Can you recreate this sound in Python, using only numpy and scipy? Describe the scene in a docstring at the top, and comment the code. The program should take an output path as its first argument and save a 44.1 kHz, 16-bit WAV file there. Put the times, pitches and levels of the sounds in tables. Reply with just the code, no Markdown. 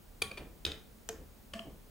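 """Sharp metal clicks in four groups stand out of a faint room rumble, hiss and thin electrical whine.
A hand turns a small tabletop machine whose arms swing metal discs past wire contacts.
Four contacts meet in turn: each scrapes, clicks, rebounds and sets the frame ringing.
The pivot rumbles dully between them, and a small quiet room answers each click."""
import sys
import numpy as np
from scipy import signal
from scipy.fft import rfft, irfft
from scipy.io import wavfile

SR = 44100
rng = np.random.default_rng(int(sys.argv[2]) if len(sys.argv) > 2 else 0)


def pcm_store(signal):
    """Save signal as 16-bit PCM."""
    levels = np.round(np.clip(np.atleast_2d(signal), -1, 1) * 32767)
    wavfile.write(sys.argv[1], SR, levels.astype(np.int16).T)


N = 83790
CUTOFF_HZ = 16200


def amp(db):
    """Decibels to gain."""
    return 10 ** (np.asarray(db) / 20)


def curve_at(points, hz):
    """A curve's value at hz, on a log-frequency axis."""
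    f, value = np.transpose(points)
    return np.interp(np.log(hz + 1), np.log(f + 1), value)


def add(mix, start, sound):
    """Mixes a stereo sound in at start seconds."""
    part = mix[:, round(start * SR):][:, :sound.shape[1]]
    part += sound[:, :part.shape[1]]


def noise(colour, likeness, size, tilt_db=0):
    """Stereo noise of rms 1, tilted by tilt_db per octave; likeness 1 is mono, 0 is wide."""
    hz = np.fft.rfftfreq(size, 1 / SR)
    mid, side = np.exp(2j * np.pi * rng.random((2, len(hz))))
    mid *= np.sqrt((1 + likeness) / 2)
    side *= np.sqrt((1 - likeness) / 2)
    gain = amp(curve_at(colour, hz) + tilt_db * np.log2(hz + 1))
    band = (hz > 0) & (hz < CUTOFF_HZ)
    x = irfft(np.array([mid + side, mid - side]) * gain * band, size)
    return x / x.std()


def swell(t, rise, t60, start_gain=0):
    """Envelope: a linear attack, then a decay of 60 dB every t60 seconds."""
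    attack = np.minimum(start_gain + (1 - start_gain) * t / max(rise, 1e-5), 1)
    return attack * np.exp(-np.log(1000) * np.maximum(t - rise, 0) / t60)


def partial(t, hz):
    """A sine, widened by a slight phase offset between left and right."""
    phase = 2 * np.pi * rng.random() + 0.11 * rng.standard_normal((2, 1))
    return np.sin(2 * np.pi * hz * t + phase)


# Room tone EQ, heavy in the lows: (f/Hz, level/dB)
BED_COLOUR = [(18, -36), (30, 7), (75, -3.5), (153, -8), (221, -5), (252, -8), (287, -12.5), (404, -12.5),
              (499, -14), (760, -19), (822, -19.5), (1460, -23.5), (1760, -25.5), (2230, -26.5),
              (5900, -30.5), (14800, -31), (16000, -40.5)]
# Room tone stereo image, widest in the mids: (f/Hz, left-right likeness)
BED_LIKENESS = [(50, 0.8), (500, 0.27), (3000, 0.2), (5000, 0.23), (6500, 0.99), (16000, 1)]
# Electrical whine: (f/Hz, rms level/dB)
WHINE_TONES = [(12134, -90), (15255, -73.5), (15735, -79)]


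def background():
    """A steady bed of room rumble, hiss and thin electrical whine."""
    t = np.arange(N) / SR
    likeness = curve_at(BED_LIKENESS, np.fft.rfftfreq(N, 1 / SR))
    bed = amp(-56) * noise(BED_COLOUR, likeness, N)
    whine = sum(np.sqrt(2) * amp(db) * np.sin(2 * np.pi * (hz * t + rng.random()))
                for hz, db in WHINE_TONES)
    return bed + whine


# Reverb decay: (f/Hz, t60/s)
REVERB_DECAY = [(100, 0.75), (1000, 0.43), (2400, 0.37), (3700, 0.33), (8000, 0.3), (16000, 0.2)]
# Reverb EQ: (f/Hz, level/dB)
REVERB_COLOUR = [(100, 4.4), (500, -0.76), (1300, 3), (3500, -.5), (7000, 0.14), (11000, -1.1), (16000, 2)]
# Reverb stereo image: (f/Hz, left-right likeness)
REVERB_LIKENESS = [(100, 0.76), (1000, 0.77), (4000, 0.37), (7000, 1), (16000, 0.92)]


def room(send):
    """Diffuse reflections that build quickly and die fastest in the treble."""
    t = np.arange(SR // 2) / SR
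    likeness = curve_at(REVERB_LIKENESS, np.fft.rfftfreq(len(t), 1 / SR))
    hz, times, spectrum = signal.stft(noise(REVERB_COLOUR, likeness, len(t)), SR, nperseg=256)
    decay = np.exp(-np.log(1000) * times / curve_at(REVERB_DECAY, hz)[:, None])
    tail = signal.istft(spectrum * decay, SR, nperseg=256)[1][:, :len(t)]
    tail *= np.clip((t - 0.002) / 0.014, 0, 1)  # 2 ms pre-delay, 14 ms build
    return signal.fftconvolve(send.mean(0)[None], tail / np.linalg.norm(tail[0]), axes=1)


# Pivot knocks and rubs: (t/s, rms level/dB, attack/s, t60/s, tilt/dB per octave)
PIVOT_RUBS = [(0.302, -54.5, 0.018, 0.55, -0.5), (.38, -46.5, 0.03, 0.57, -1.5),
              (.66, -47.5, 0.013, 0.47, 1.5), (1.101, -49, 0.016, 0.33, 0.5),
              (1.185, -52, 0.029, 0.23, 0.5), (1.645, -47, 0.029, 0.37, -0.5)]
# Their dark EQ: (f/Hz, level/dB)
PIVOT_COLOUR = [(25, -13), (45, 7), (75, 5.5), (100, -10), (140, 5.5), (200, 0.5), (450, 0.5), (750, -6.5),
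                (1300, -34), (3000, -33), (16000, -60)]


def pivot():
    """The turning arms rub and knock dully through the base."""
    out, t = np.zeros((2, N)), np.arange(SR // 2) / SR
    for start, db, rise, t60, tilt_db in PIVOT_RUBS:
        rumble = noise(PIVOT_COLOUR, likeness=0.95, size=len(t), tilt_db=tilt_db)
        add(out, start, amp(db) * swell(t, rise, t60) * rumble)
    return out


# Body tones of frame and discs: (t/s, f/Hz, peak level/dB, attack/s, t60/s)
FRAME_RINGS = [(.222, 1126, -49, 0.017, 0.4), (.222, 77.4, -46.5, 0.0087, 0.27),
               (0.223, 206.4, -52, 0.021, 0.34), (0.226, 132, -53, 0.026, 0.3),
               (.222, 443, -44.5, 0.009, 0.13), (.312, 531, -45.5, 0.0055, .05),
               (.312, 668, -47, 0.0054, 0.03), (.373, 588, -50.5, 0.0038, 0.077),
               (.657, 75, -37, 0.0091, 0.27), (.657, 440, -48, 0.024, 0.46), (.657, 300, -47, 0.012, 0.23),
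               (1.091, 444, -40, 0.014, 0.21), (1.091, 214.7, -48, 0.0081, 0.19),
               (1.091, 692, -42.5, 0.0024, 0.09), (1.139, 72.8, -51.5, 0.055, 0.89),
               (1.142, 44, -51.5, 0.068, 0.48), (1.539, 215.6, -40.5, 0.022, 0.11),
               (1.539, 669, -42, 0.025, 0.14), (1.594, 216, -43, 0.013, 0.12),
               (1.595, 667, -43.5, 0.0087, 0.19), (1.591, 1385, -49, 0.0011, 0.023)]


def frame():
    """Frame and discs take up each blow and ring on after it."""
    out, t = np.zeros((2, N)), np.arange(SR // 2) / SR
    for start, hz, db, rise, t60 in FRAME_RINGS:
        add(out, start, amp(db) * swell(t, rise, t60) * partial(t, hz))
    return out


# Crack EQ, by contact: (f/Hz, level/dB)
CRACK_COLOURS = { "first": [(200, -2), (500, -3.5), (1100, 1), (1900, -3), (3400, 3), (4600, -4),
                 (5500, -5.5), (7500, -12), (9500, 0), (11000, -11.5), (13500, -15), (16000, -26)],
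                 "second": [(200, -5.5), (900, -9.5), (1500, 1), (2100, -4.5), (3700, 4.5), (6000, -8),
                 (8000, -9.5), (12000, -18.5), (16000, -21)], "third": [(200, -1.5), (650, -1),
                 (1000, -1.5), (2500, -1), (5000, -1), (7000, 5), (10000, -13), (13000, -9), (16000, -18)],
                 "fourth": [(200, 0.5), (1200, -1), (2100, -1.5), (3100, 7), (3700, -5.5), (4800, -7.5),
                 (7000, -10.5), (10000, -12), (16000, -41)]}
# Crack envelope, by contact: (level/dB, t60/s)
CRACK_ENVELOPES = {"first": (-28, 0.03), "second": (-32.5, 0.024), "third": (-31, 0.023),
                   "fourth": (-38, 0.029)}
# Modes of the metallic ping, by contact: (f/Hz, level/dB, t60/s)
PING_MODES = { "first": [(396, -32, 0.024), (1174, -37, 0.025), (2407, -23, 0.017), (3340, -42, .02),
              (3665, -40.5, 0.028), (4560, -31.5, 0.027), (6510, -42, 0.035), (9350, -38, 0.0065)],
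              "second": [(364, -37, 0.013), (2600, -33.5, 0.019), (3150, -30, 0.011), (3734, -24, 0.011),
              (4400, -33, 0.011), (5066, -32, 0.012), (8380, -49.5, 0.035)], "third": [(460, -40, 0.04),
              (656, -43, 0.04), (1380, -54, .02), (2446, -39.5, 0.021), (3160, -39.5, .02),
              (4160, -42.5, 0.014), (6600, -36, .011), (8720, -32.5, 0.0053)], "fourth": [(573, -45, 0.052),
              (1141, -45.5, 0.058), (1444, -45, 0.016), (2617, -39, 0.021), (2877, -37, 0.016),
              (3153, -35.5, 0.016), (4670, -49, 0.033)]}


def click(contact, scrape, decay_scale, crack_db):
    """Metal scrapes briefly over metal and lets go: returns a noisy crack and a short ping."""
    t = np.arange(SR // 8) / SR
    base_db, crack_t60 = CRACK_ENVELOPES[contact]
    envelope = swell(t, scrape, crack_t60 * decay_scale, start_gain=0.47)
    burst = noise(CRACK_COLOURS[contact], likeness=0.91, size=len(t))
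    crack = amp(base_db + crack_db) * envelope * burst
    ping = sum(amp(db) * swell(t, scrape, t60 * decay_scale) * partial(t, hz)
               for hz, db, t60 in PING_MODES[contact])
    return crack, ping


def tilt_and_lag(x, tilt_db, lag_ms):
    """Tilts the treble about 2500 Hz and delays the right channel against the left."""
    size = x.shape[1]
    hz = np.fft.rfftfreq(2 * size, 1 / SR)
    tilt = amp(tilt_db * np.log2(np.maximum(hz, 2400) / 2500))
    spread = np.clip(2 - hz / 7300, 0, 1) ** 2  # the lag fades out above 7300 Hz
    lag = np.exp(1j * np.pi * hz * spread * lag_ms / 1000 * np.array([[1], [-1]]))
    return irfft(rfft(x, 2 * size) * tilt * lag)[:, :size]


# Cue list of strikes and rebounds: (t/s, contact, level/dB, scrape/s, decay scale, crack trim/dB,
# treble tilt/dB per octave, reverb send/dB, pan left/dB, right lag/ms)
CLICK_CUES = [(0.2186, "first", 1.5, 0.0045, .9, -3.5, 1.05, -8, 1.5, -0.019),
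              (0.3118, "first", -12.5, 0.0053, 0.49, -5, -3.5, -4, 0.5, 0.023),
              (0.372, "first", -15, 0.0043, 2.64, -0.5, -4.5, -5.5, 1, 0.033),
              (0.6505, "second", 2.5, 0.00087, 0.96, -3, 0, -1, 0, 0.029),
              (.6537, "second", -11.5, 0.0005, 0.99, 3, 3, -1, -8, 0.043),
              (0.6638, "second", -5.5, 0.0011, 1.15, 1.5, -2.5, -6, 6, .016),
              (0.7175, "second", -8, 0.00077, 1.16, 0, -2, -4, -0.5, 0.022),
              (1.0892, "third", 0.5, 0.00038, 0.68, 0, 0.9, -8.5, 3, -0.035),
              (1.0922, "third", -3.5, 0.00042, 1.34, -4, -3.5, -8.5, -2.5, -0.023),
              (1.5354, "fourth", -1.5, 0.0027, 1.06, 0, 0.5, -2, 0.5, 0.023),
              (1.5926, "fourth", -1, 0.0022, 0.45, -7, 0.5, -2, .5, 0.96)]


def contacts():
    """Discs strike the wires and rebound; the room gets more of the crack than of the ping."""
    out = np.zeros((2, N))
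    for start, contact, db, scrape, decay_scale, crack_db, tilt_db, send_db, pan_db, lag_ms in CLICK_CUES:
        layers = click(contact, scrape, decay_scale, crack_db)
        crack, ping = (amp(db) * tilt_and_lag(x, tilt_db, lag_ms) for x in layers)
        pan = amp([[pan_db / 2], [-pan_db / 2]])
        add(out, start, (crack + ping) * pan)
        add(out, start, amp(send_db) * room(crack + amp(-8) * ping))
    return out


def scene():
    """The machine in its room."""
    return contacts() + frame() + pivot() + background()


def record(dry):
    """A steep low-pass takes the very top off the mix."""
    lowpass = signal.firwin(511, CUTOFF_HZ, window=("kaiser", 9), fs=SR)
    return signal.oaconvolve(dry, lowpass[None], "same")


dry = scene()
out = record(dry)
pcm_store(out)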